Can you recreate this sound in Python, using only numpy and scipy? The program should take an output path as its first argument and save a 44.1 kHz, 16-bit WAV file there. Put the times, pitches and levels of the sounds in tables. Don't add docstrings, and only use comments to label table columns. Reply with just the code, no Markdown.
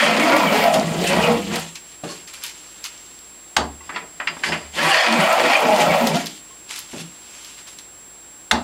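import sys
import numpy as np
from scipy import signal
from scipy.fft import rfft, irfft, next_fast_len
from scipy.io import wavfile
from scipy.ndimage import uniform_filter1d, map_coordinates

SR = 44100
rng = np.random.default_rng(int(sys.argv[2]) if len(sys.argv) > 2 else 0)


def to_linear_factor(level_db):
    exponent = np.asarray(level_db, float) / 20
    return 10 ** exponent


def to_wav(sig):
    pcm = np.clip(np.atleast_2d(sig), -1, 1) * 32767
    pcm = np.round(pcm).astype(np.int16)
    wavfile.write(sys.argv[1], SR, pcm.T)


N = 380583


def unit(x):
    return x / np.sqrt(np.mean(np.abs(x) ** 2) + 1e-20)


def along(points, hz):
    f, v = np.transpose(points)
    return np.interp(np.log(hz + 1), np.log(f + 1), v)


def filtered(x, response):
    m = next_fast_len(N + SR // 2)
    gain = unit(response(np.fft.rfftfreq(m, 1 / SR)))
    return irfft(rfft(x, m) * gain, m)[:N]


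def modes(table):
    def response(f):
        total = 0
        for k, (hz, width_hz, db) in enumerate(table):
            damping = 1j * f * width_hz
            total = total + (-1) ** k * to_linear_factor(db) * damping / (hz * hz - f * f + damping)
        return total
    return response


def colour(points):
    return lambda f: to_linear_factor(along(points, f)) * (f > points[0][0]) * (f < points[-1][0])


def curves(tables):
    rows = np.vstack(tables)
    t = np.arange(N) / SR
    return [np.interp(t, np.sort(rows[:, 0]), column) for column in rows.T[1:]]


def swells(rows):
    t = np.arange(0, N + 64, 64) / SR
    power = 0
    for s, db, rise_s, fall_s, *_ in rows:
        drop_db = 10 * np.maximum((s - t) / abs(rise_s), (t - s) / abs(fall_s))
        power = power + to_linear_factor(db - drop_db) ** 2
    return np.interp(np.arange(N) / SR, t, np.sqrt(power))


def fibres(rate, spread_db, smooth):
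    force = to_linear_factor(spread_db * np.minimum(rng.exponential(size=N), 4))
    breaks = (rng.random(N) < rate / SR) * force * rng.standard_normal(N)
    return unit(unit(breaks) + smooth * rng.standard_normal(N))


def patchy(x, patchy_db, bins, frames, centre_hz=None, lift_db=0, octaves=.3, size=512):
    hz, t, z = signal.stft(x, SR, nperseg=size)
    field = uniform_filter1d(rng.standard_normal(z.shape), bins, 0)
    db = patchy_db * unit(uniform_filter1d(field, frames, 1))
    if centre_hz is not None:
        at = np.minimum((t * SR).astype(int), N - 1)
        centre = centre_hz[at]
        lift = (lift_db + 0 * centre_hz)[at]
        db = db + lift * np.exp(-(np.log2((hz[:, None] + 1) / centre) / octaves) ** 2)
    out = signal.istft(z * to_linear_factor(db), nperseg=size)[1][:N]
    level = np.sqrt(np.abs(uniform_filter1d(out ** 2, SR // 10)) + 1e-12)
    return out / level


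# (start [s], end [s])
STROKES = [
    (-.05, 1.76),
    (4.715, 6.42),
]
# (time [s], force [dB], keenness [dB])
PUSHES = [
    [(0, -17.5, 3.5), (.19, -21, 1), (.33, -17, -1), (.5, -18.5, -4.5), (.62, -18.5, 0.5), (.67, -18, -4.5),
     (.78, -17.5, -12), (.86, -29, -1), (1.06, -25, -13)],
    [(1.08, -29, 1), (1.1, -19.5, 1.5), (1.17, -20, -3), (1.31, -18, -6.5), (1.46, -43, 4),
     (1.55, -25, -0.5), (1.73, -56, 3)],
    [(4.72, -48, -10), (4.79, -22.5, 4), (4.97, -20.5, 4.5), (5.33, -17.5, -3.5), (5.53, -18.5, 3),
     (5.62, -17.5, -5.5), (5.97, -17.5, -4.5), (6.17, -25.5, -6), (6.36, -60, 9)],
]
# (time [s], level [dB], rise [s], fall [s], note [Hz])
LEANS = [(.14, -27, 0.18, 0.15, 220), (.3, -21.5, 0.28, 0.068, 306), (.5, -22.5, 0.16, 0.25, 210),
         (.77, -22, 0.033, 0.12, 220), (1.0, -23, 0.086, 0.12, 182), (1.2, -18.5, 0.14, 0.11, 174),
         (1.32, -21, 0.069, 0.11, 200), (1.55, -23, 0.088, 0.038, 188), (4.77, -33.5, 0.021, 0.13, 180),
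         (4.87, -29.5, 0.051, 0.051, 326), (5.12, -31, 0.042, 0.13, 325), (5.2, -21, 0.069, 0.048, 184),
         (5.46, -23.5, 0.064, 0.047, 290), (5.65, -25, 0.025, 0.21, 236), (5.92, -21.5, 0.17, 0.022, 168),
         (6.04, -21.5, .035, 0.081, 220), (6.16, -22.5, 0.1, 0.045, 227)]
# (time [s], level [dB], rise [s], fall [s])
BITES = [(.052, -38.5, 0.048, 0.023), (.2, -41, 0.02, 0.11), (.55, -37, 0.017, 0.027),
         (1.25, -42, 0.092, 0.037), (5.21, -41, .02, 0.09), (.744, -37.5, 0.014, 0.034),
         (1.097, -35.5, 0.096, 0.012), (1.568, -43.5, 0.066, 0.065), (4.93, -38.5, 0.26, 0.084),
         (5.824, -33, 0.045, 0.013), (6.07, -36, 0.0045, 0.035), (6.172, -38.5, 0.037, 0.042),
         (6.27, -40.5, 0.005, 0.0076)]
# (time [s], level [dB], rise [s], fall [s])
CURLS = [(.63, -37, 0.4, 0.08), (1.048, -41, 0.03, .04), (1.25, -46, 0.45, 0.17), (4.8, -49, .025, .15),
         (5.19, -44, 0.027, 0.67), (6.05, -41, 0.53, 0.017)]
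# (centre [Hz], width [Hz], level [dB])
FRAME_MODES = [(72.5, 27, 1), (104, 43, -4)]
BENCH_MODES = [(167.7, 5.3, 5), (198.4, 12, -6), (219.4, 19, -3), (283, 32, -3), (313, 36, -1.5),
               (359, 53, -1), (470, 41, -2)]
LEG_MODES = [(494.5, 22.7, -7.5), (575.6, 46, -3.5), (642, 22.6, 0), (693.7, 10, 2), (770, 37.4, -1.5),
             (841.6, 14, -3), (877, 19, -2), (977, 37, -3), (1069, 55, -6.5), (1164, 70, -10),
             (1232, 14, -6.5), (1303, 105, -8)]
IRON_MODES = [(1690, 244, -0.5), (1852, 42, 6), (1914, 40, 5), (2057, 75, 5), (2312, 30, 5.5),
              (2440, 22, 6), (2496, 44, 4), (2760, 65, 5.5), (3010, 40, -0.5), (3316, 65, 4.5),
              (3360, 176, -5.5), (4440, 87, -0.5), (4850, 430, -9), (5700, 1700, -33)]
# (frequency [Hz], density [dB per Hz])
HISS = [(2650, 1), (4500, -2.5), (5250, -6.5), (7290, -4), (7910, -7), (8580, -6), (11500, -16),
        (12500, -18), (16200, -47), (22000, -120)]
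SIZZLE = [(10500, -37), (12000, -7), (12900, -1), (14200, 0), (15800, -6)]


def cutting():
    t = np.arange(N) / SR
    ease_s = .05
    travel = sum((t >= a) * (t < b) * (t - a) / (b - a) for a, b in STROKES)
    on = sum(np.clip(np.minimum(t - a, b - t) / ease_s, 0, 1) for a, b in STROKES)
    first = t < STROKES[1][0]
    force_db, keen_db = curves(PUSHES)
    force = fibres(rate=1500, spread_db=3.5, smooth=0.84)
    tear = unit(fibres(rate=6400, spread_db=7.5, smooth=3.8) + 0.6 * force)

    bench = on * swells(LEANS)
    excess_db = np.clip(force_db - 20 * np.log10(bench + 1e-6) - 3.0, 0, 40)
    bench_hz = curves([LEANS])[-1] + 1.5 * excess_db
    frame = bench * to_linear_factor(-33.5 + np.where(first, 20, 12) * travel)
    leg = on * to_linear_factor(force_db - 1.5)
    leg_hz = 786 - np.where(first, 307, 180) * travel
    focus_db = -2 + 0.5 * travel - keen_db

    wood = frame * unit(filtered(force, lambda f: modes(FRAME_MODES)(f) ** 2))
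    wood += bench * patchy(filtered(force, modes(BENCH_MODES)), 2.2, 2, 6, bench_hz,
                           lift_db=13.5, octaves=0.35, size=2048)
    wood += leg * patchy(filtered(force, modes(LEG_MODES)), 1.9, 2, 8, leg_hz,
                         focus_db, octaves=.33, size=1024)

    bites = on * swells(BITES)
    iron = np.hypot(on * to_linear_factor(force_db + keen_db - 4.0), to_linear_factor(10) * bites)
    iron_hz = 1900 + 513 * travel
    steel = iron * patchy(filtered(force, modes(IRON_MODES)), 1.5, 24, 2, iron_hz, lift_db=3.0, octaves=0.46)
    steel += to_linear_factor(-7.5) * iron * filtered(force, lambda f: modes([(2500, 2800, 0)])(f) ** 2)

    hiss = np.hypot(on * to_linear_factor(-44.5 + 0.38 * (force_db + keen_db + 22.5)), bites)
    sizzle = np.hypot(on * swells(CURLS), to_linear_factor(-23) * hiss)
    curl = to_linear_factor(11) * hiss * patchy(filtered(tear, colour(HISS)), 2.5, bins=40, frames=3)
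    curl += to_linear_factor(-2.0) * sizzle * patchy(filtered(tear, colour(SIZZLE)), 1.7, bins=10, frames=6)
    return wood + steel + curl


def chatter(rows, waver, flutter_db, quicker, rate=120):
    out = np.zeros(N + 2 * SR)
    t = np.arange(-SR // 4, SR // 4) / SR
    for s, db, rise_s, fall_s, hz in rows:
        drift = map_coordinates(rng.standard_normal(140), [(t - t[0]) * rate])
        flutter = map_coordinates(rng.standard_normal(140), [(t - t[0]) * rate])
        width_s = quicker * np.where(t < 0, abs(rise_s), abs(fall_s))
        swell_db = db + flutter_db * flutter - 10 * (t / width_s) ** 2
        tone = np.sin(2 * np.pi * hz * np.cumsum(1 + waver * drift) / SR)
        out[round(s * SR) + SR:][:len(t)] += to_linear_factor(swell_db) * tone
    return out[SR + SR // 4:][:N]


# (time [s], peak [dB], rise [s], fall [s], frequency [Hz])
BENCH_SINGS = [(.255, -22, 0.034, 0.03, 312), (.36, -21.5, 0.039, 0.064, 312),
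               (.488, -20.5, 0.11, 0.063, 204), (.563, -22.5, .05, 0.053, 427),
               (.894, -21, 0.054, 0.045, 161.3), (1.312, -20.5, .041, 0.035, 226),
               (4.86, -28, 0.045, .03, 162), (5.132, -19.5, 0.052, 0.032, 226),
               (5.631, -26, .03, 0.11, 439), (6.031, -28, 0.04, 0.082, 226),
               (6.13, -21.5, 0.037, 0.05, 161), (7.04, -35, .06, 0.055, 168)]
LEG_SINGS = [(0.11, -20, 0.042, 0.028, 700), (0.29, -19, 0.05, 0.068, 681), (0.313, -22, 0.1, 0.053, 964),
             (0.337, -19.5, 0.035, 0.02, 1410), (0.348, -19, 0.045, 0.031, 565),
             (0.354, -24, 0.048, 0.041, 1148), (0.389, -26, 0.13, 0.095, 678),
             (0.586, -25, 0.04, 0.034, 742), (0.65, -22, 0.031, 0.12, 830), (0.685, -13, 0.053, 0.033, 684),
             (0.772, -17.5, 0.028, 0.038, 639), (1.016, -25.5, 0.031, 0.03, 631),
             (1.115, -22.5, 0.03, 0.023, 553), (1.242, -24, 0.073, 0.091, 639),
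             (1.312, -20.5, 0.12, 0.085, 472.5), (4.876, -22, 0.063, 0.049, 1134),
             (4.923, -20, 0.086, 0.032, 771), (4.998, -25, 0.032, 0.14, 732),
             (5.224, -26, 0.027, 0.041, 1315), (5.23, -29, 0.035, 0.12, 1450),
             (5.259, -21, 0.078, 0.12, 647), (5.3, -20, 0.025, 0.04, 748), (5.317, -18, 0.026, 0.02, 1306),
             (5.323, -21, 0.076, 0.065, 679), (5.515, -21, 0.1, 0.026, 687),
             (5.544, -19.5, 0.073, 0.033, 792), (5.666, -21, 0.072, 0.093, 633),
             (5.712, -16.5, 0.032, 0.041, 838), (5.724, -19.5, 0.19, 0.067, 625),
             (5.788, -20.5, 0.1, 0.15, 614), (5.834, -21, 0.078, 0.041, 843),
             (5.892, -21.5, 0.07, 0.25, 559), (5.944, -19, 0.056, 0.077, 626),
             (6.162, -20.5, 0.015, 0.027, 690), (6.177, -29, 0.027, 0.021, 1400)]
IRON_SINGS = [(0.015, -17, 0.064, 0.01, 1894), (0.026, -26.5, 0.032, 0.061, 3316),
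              (0.078, -22.5, 0.017, 0.019, 2045), (0.212, -23, 0.027, 0.04, 2226),
              (0.342, -21, 0.029, 0.014, 2200), (0.476, -25.5, 0.015, 0.022, 3080),
              (0.485, -19, 0.023, 0.013, 2260), (0.641, -26, 0.091, 0.034, 2256),
              (1.097, -22, 0.027, 0.019, 2620), (1.248, -27, 0.023, 0.027, 2900),
              (1.251, -28, 0.02, 0.014, 2670), (1.251, -27, 0.032, 0.025, 2490),
              (2.1, -49, .025, .025, 5100), (2.11, -40, .02, 0.023, 1100), (2.112, -39, 0.026, 0.02, 4400),
              (4.285, -35, 0.014, 0.022, 4850), (4.465, -37, .025, .03, 4950),
              (4.51, -38, .03, 0.023, 5200), (4.798, -26, 0.016, 0.019, 1684),
              (4.923, -31, 0.038, 0.051, 4640), (4.923, -20, 0.026, 0.018, 2799),
              (4.943, -21, 0.032, 0.1, 1800), (4.957, -31, 0.07, 0.018, 2045),
              (4.998, -27, 0.05, 0.02, 4420), (5.01, -29.5, 0.044, 0.07, 4860),
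              (5.016, -22, 0.02, 0.02, 3359), (5.132, -27, 0.019, 0.012, 3122),
              (5.204, -26, 0.016, 0.079, 2250), (5.21, -26.5, 0.02, 0.073, 2540),
              (5.23, -25, 0.021, 0.02, 3036), (5.312, -20.5, 0.022, 0.015, 2304),
              (5.558, -22, 0.016, 0.015, 3143), (5.558, -17, 0.024, 0.018, 2368),
              (5.834, -26, 0.02, 0.018, 2993), (5.912, -22.5, 0.018, 0.028, 2267),
              (6.156, -28, 0.015, 0.017, 3220)]


def singing():
    bench = chatter(BENCH_SINGS, .03, 2.1, .9)
    leg = chatter(LEG_SINGS, .02, 2.6, .9)
    return bench + leg + chatter(IRON_SINGS, .034, 4.1, 1.1, rate=260)


# (time [s], peak [dB], brightness [dB])
SNAPS = [(0.366, -14, -2), (0.398, -14, -24), (0.528, -16, -16), (0.6394, -12, -7), (0.7425, -18, 3),
         (0.797, -13, -26), (1.075, -8, -25), (1.558, -9.5, -7), (1.5958, -19, 1), (1.0475, -28, -6),
         (5.0477, -22, -19), (5.125, -9, -25), (5.4123, -26, -8), (5.6054, -28, 7), (5.762, -9.5, -20),
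         (5.9571, -20, -3), (5.3274, -11.5, -4), (5.8, -24, -30), (6.0715, -3.5, -7), (6.155, -15, -4),
         (6.259, -16, -4), (6.2684, -12, -22)]
# (time [s], peak [dB], brightness [dB])
CRACKLES = [(1.7563, -19, -25), (2.276, -25, -11), (2.338, -25, -2), (2.437, -13, 0.5), (2.464, -18, -5),
            (2.496, -22, -8), (2.841, -12.5, -9), (2.859, -16, -18), (2.9766, -30, -16), (3.0629, -30, -15),
            (3.189, -31, -7), (6.693, -27, -15), (6.76, -17, -10), (6.79, -30, 15.5), (7.4474, -23, -10),
            (7.671, -24.5, -17), (7.787, -20, -24)]


def snaps():
    out = np.zeros(N + 4096)
    t = np.arange(4096) / SR
    f = np.fft.rfftfreq(len(t), 1 / SR)
    dull = unit(modes([(4300, 3500, 0)])(f) ** 2)
    bright = unit(modes([(10500, 5000, 0)])(f) ** 2)
    decay = to_linear_factor(-60 * t / .012) + to_linear_factor(-11 - 60 * t / .06)
    for s, db, bright_db in SNAPS + CRACKLES:
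        burst = decay * rng.standard_normal(len(t))
        tone = dull + to_linear_factor(bright_db) * bright
        out[round(s * SR):][:len(t)] += to_linear_factor(db - 10.5) * irfft(rfft(burst) * tone)
    return out[:N]


# (time [s], level [dB], rise [s], fall [s])
RUSTLES = [(1.757, -33.5, 0.0055, 0.018), (1.93, -48.5, 0.14, 0.051), (2.04, -39, .006, 0.065),
           (2.11, -37.5, 0.032, 0.092), (2.279, -39.5, 0.0051, 0.041), (2.34, -38.5, 0.0074, 0.064),
           (2.442, -30, 0.014, 0.048), (2.55, -48, 0.017, 0.87), (2.852, -28.5, 0.0077, 0.02),
           (2.93, -51, .05, 0.24), (6.55, -54, 0.86, 0.13), (6.706, -32.5, 0.011, 0.096),
           (6.79, -35.5, 0.063, 0.021), (6.92, -42.5, 0.034, 0.18), (7.01, -33.5, 0.046, 0.013),
           (7.35, -46.5, 0.14, 0.29), (7.5, -45, 0.24, 0.085), (7.59, -44, .025, .04),
           (7.68, -42, .01, .04), (7.73, -45, .006, .02), (7.79, -43, .008, .03)]
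# (time [s], level [dB], rise [s], fall [s])
RUBS = [
    (2.04, -31.5, 0.0034, 0.038),
    (6.706, -52, 0.019, 0.099),
    (6.944, -60, 0.0042, 0.043),
]
# (time [s], level [dB], rise [s], fall [s])
DRAGS = [
    (3.955, -38, 0.053, 0.053),
    (4.05, -39, 0.09, 0.011),
    (4.33, -37.5, 0.075, 0.02),
    (4.52, -23.5, 0.054, 0.049),
    (4.65, -45, .05, 0.059),
]
# (time [s], level [dB], rise [s], fall [s], hiss over it [dB])
SCRAPES = [
    (3.86, -52, 0.045, 0.22, 0),
    (3.955, -34, 0.017, 0.019, -22),
    (4.4, -46.5, 0.15, 0.3, 1),
    (4.443, -24.5, 0.0078, 0.088, -5),
    (4.545, -38, 0.035, 0.0086, -3),
]
# (frequency [Hz], density [dB per Hz])
RUSTLE = [(410, -46), (700, -22), (922, -4), (1750, -3.5), (2700, 1), (3990, -1), (7290, -4),
          (11200, -10.5), (16000, -33)]


def handling():
    iron = swells(SCRAPES)
    hiss = swells([(s, db + over_db, rise_s, fall_s) for s, db, rise_s, fall_s, over_db in SCRAPES])
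    crumple = filtered(fibres(rate=2500, spread_db=1.8, smooth=1.16), colour(RUSTLE))
    rustle = to_linear_factor(1.84) * swells(RUSTLES) * patchy(crumple, 1.6, bins=24, frames=3)
    force = fibres(rate=850, spread_db=1.0, smooth=1.2)

    def ringing_hiss(f):
        return colour(HISS)(f) * (1 + 0.98 * np.abs(modes([(5050, 250, 0)])(f)))

    slide = iron * filtered(force, modes(IRON_MODES)) + hiss * filtered(force, ringing_hiss)
    slide += swells(DRAGS) * filtered(force, modes([(83.5, 27, -12.0)] + BENCH_MODES + LEG_MODES))
    rub = swells(RUBS) * filtered(force, modes(BENCH_MODES + LEG_MODES[:5]))
    return rustle + rub + slide


def blows(events, crack, rattle, crack_t60, rise, treble, dull, rebound=0):
    t = np.arange(SR // 2) / SR
    f = np.fft.rfftfreq(len(t), 1 / SR)
    ringing = dull + np.abs(modes(BENCH_MODES + LEG_MODES + IRON_MODES)(f))
    crack_env = to_linear_factor(-60 * t / crack_t60) * np.minimum(t / 0.0012, 1) ** 2
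    crack_env = crack_env * (1 + rebound * (t > .0043) * to_linear_factor(-60 * (t - .0043) / 0.014))
    out = np.zeros(N + len(t))
    for s, db, t60, rattle_db, tilt_db in events:
        tilt = to_linear_factor(tilt_db * np.log2((f + 100) / 1000))
        crack_tone = unit(colour(crack)(f) * tilt * (1 + ringing))
        rattle_tone = unit(colour(rattle)(f) * tilt * ringing)
        snap, buzz = irfft(rfft(rng.standard_normal((2, len(t)))) * [crack_tone, rattle_tone])
        hz, at, z = signal.stft(buzz, SR, nperseg=256)
        decay = to_linear_factor(-60 * at / t60 * ((hz[:, None] + 150) / 1000) ** treble)
        buzz = signal.istft(z * decay, nperseg=256)[1][:len(t)]
        blow = snap * crack_env + to_linear_factor(rattle_db) * buzz * (1 - np.exp(-t / rise))
        out[round(s * SR):][:len(t)] += to_linear_factor(db - 4) * blow
    return out[:N]


# (time [s], peak [dB], rattle t60 [s], rattle [dB], brightness [dB per octave])
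SET_DOWN = [
    (3.565, 0.5, 0.23, -4.5, 3),
    (8.511, 0.5, 0.26, -5, 3),
]
NUDGES = [
    (3.892, -20, 0.39, -8, -3.5),
    (3.9595, -13.5, 0.32, -10, -0.5),
    (4.1995, -16.5, 0.18, -1, -3.5),
    (4.272, -11, 0.15, -5, 2.5),
    (4.367, -27, 0.13, -10, -7.5),
    (4.4355, -10.5, 0.18, -13, 2.5),
    (4.519, -19.5, 0.2, 9.5, 5.5),
]
LIFTS = [
    (2.036, -23, 0.3, 0.5, 1.7),
    (6.931, -27.5, 0.26, 4.3, -0.85),
]
# (frequency [Hz], density [dB per Hz])
CRACK = [(180, -51), (300, -45), (801, 4), (1150, 0.5), (1490, 2.5), (2140, -6), (2360, -11.5), (3440, -3),
         (5350, -13.5), (7420, -15), (15000, -44)]
BODY = [(59, -39), (100, -5), (232, 2.5), (432, -8), (888, -0.5), (1040, -4.5), (1900, -20.5), (2280, -27),
        (4500, -21.5), (7270, -43), (12000, -52), (15600, -82), (22000, -120)]
TAP = [(240, -7), (400, -22), (1050, 2), (2030, 0.5), (3290, -6.5), (3630, -7), (4700, -13.5), (6140, -22),
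       (7780, -25), (11000, -46), (14300, -74), (22000, -120)]
THUD = [(59, -50), (110, -24), (140, 0), (444, -0.5), (1000, -10), (1700, -17), (2000, -32), (2600, -47),
        (4400, -120)]


def knocks():
    hard = blows(SET_DOWN, CRACK, BODY, crack_t60=0.034, rise=0.034, treble=0.19, dull=0.67, rebound=0.85)
    light = blows(NUDGES, TAP, TAP, crack_t60=0.081, rise=0.0068, treble=0.4, dull=.35)
    lifts = blows(LIFTS, THUD, THUD, crack_t60=0.13, rise=0.017, treble=0.28, dull=0.22)
    return hard + light + lifts


# (time [s], peak [dB], frequency [Hz], t60 [s])
TICKS = [(3.575, -29.5, 73, 0.54), (3.58, -26, 226, 0.23), (3.806, -41, 910, 0.12), (3.808, -40, 1090, 0.1),
         (3.806, -38, 2000, 0.06), (3.806, -44, 2700, .08), (4.5, -38, 160, 0.27), (4.63, -43, 75, .6),
         (6.24, -45, 312, 1.1), (6.507, -43, 1070, 0.13), (6.94, -32, 190, .15), (6.968, -24, 210, .05),
         (7.0, -48, 312, .6), (8.52, -27, 73, .5), (8.53, -19.5, 239, 0.39)]


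def ticks():
    out = np.zeros(N + SR)
    t = np.arange(SR) / SR
    for s, db, hz, t60 in TICKS:
        swell = 1 - np.exp(-t * hz / 0.5)
        out[round(s * SR):][:SR] += to_linear_factor(db - 60 * t / t60) * np.sin(2 * np.pi * hz * t) * swell
    return out[:N]


# (frequency [Hz], t60 [s])
WORKSHOP = [(150, 0.44), (600, 0.24), (2000, 0.24), (6000, 0.23), (12000, 0.15)]


def workshop(x):
    hop = SR // 3
    out = np.zeros(N + 2 * SR)
    padded = np.pad(x, 2 * hop)
    for start in range(-hop, N, hop):
        hz, t, z = signal.stft(rng.standard_normal(SR // 2), SR, nperseg=256)
        decay = to_linear_factor(-60 * t / along(WORKSHOP, hz)[:, None])
        tail = signal.istft(z * decay, SR, nperseg=256)[1]
        piece = padded[start + 2 * hop:][:2 * hop] * np.sqrt(np.hanning(2 * hop))
        echo = signal.fftconvolve(piece, tail / np.linalg.norm(tail))
        out[start + hop + 300:][:len(echo)] += echo
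    return out[hop:][:N]


# (frequency [Hz], density [dB per Hz])
QUIET = [(30, -25), (55, -13.5), (130, -11), (367, -8), (430, -10.5), (1000, -12), (3000, -16), (6900, -20),
         (8400, -19), (10500, -15.5), (12000, -29.5), (13500, -27), (15800, -25)]
# (centre [Hz], width [Hz], level [dB rms])
DRONE = [
    (310, 9.9, -67.5),
    (356, 1.7, -67),
]


def background():
    out = to_linear_factor(-48.5) * filtered(rng.standard_normal(N), colour(QUIET))
    for hz, width_hz, db in DRONE:
        resonance = modes([(hz, width_hz, 0)])
        out += to_linear_factor(db) * filtered(rng.standard_normal(N), lambda f: resonance(f) ** 2)
    hum_hz, hum_db = 49, -61.5
    return out + to_linear_factor(hum_db) * np.sin(2 * np.pi * hum_hz * np.arange(N) / SR)


def whine():
    row_hz, frame_hz, frame_start_s = 7569.3, 30, .0117
    scan_hz, flip_hz = 7867.14, 14.97
    t = np.arange(N) / SR
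    rows = 2 * np.pi * row_hz * ((t - frame_start_s) % (1 / frame_hz))
    flip = np.sign(np.sin(2 * np.pi * flip_hz * t))
    scan = flip * np.sin(2 * np.pi * scan_hz * t)
    return to_linear_factor(-41.0) * np.sin(rows) + to_linear_factor(-60.0) * np.sin(2 * rows) + to_linear_factor(-56.0) * scan


def scene():
    near = cutting() + singing() + handling() + knocks() + ticks() + snaps()
    return (near + to_linear_factor(-9.5) * workshop(near) + background())[None]


def top_cut(x):
    return signal.sosfilt(signal.butter(12, 15840, fs=SR, output="sos"), x)


def record(dry):
    low_hz, top_hz = 18, 15830
    size = next_fast_len(N)
    f = np.fft.rfftfreq(size, 1 / SR)
    band = (f < top_hz) / (1 + (low_hz / (f + 1)) ** 4)
    loudness = np.sqrt(np.abs(uniform_filter1d(dry ** 2, SR // 20)))
    mix = dry + whine() / (1 + 3.5 * loudness)
    mix = irfft(rfft(mix, size) * band, size)[:, :N]
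    mix = mix / (1 + np.abs(mix / .98) ** 8) ** (1 / 8)
    return top_cut(mix)


dry = scene()
out = record(dry)
to_wav(out)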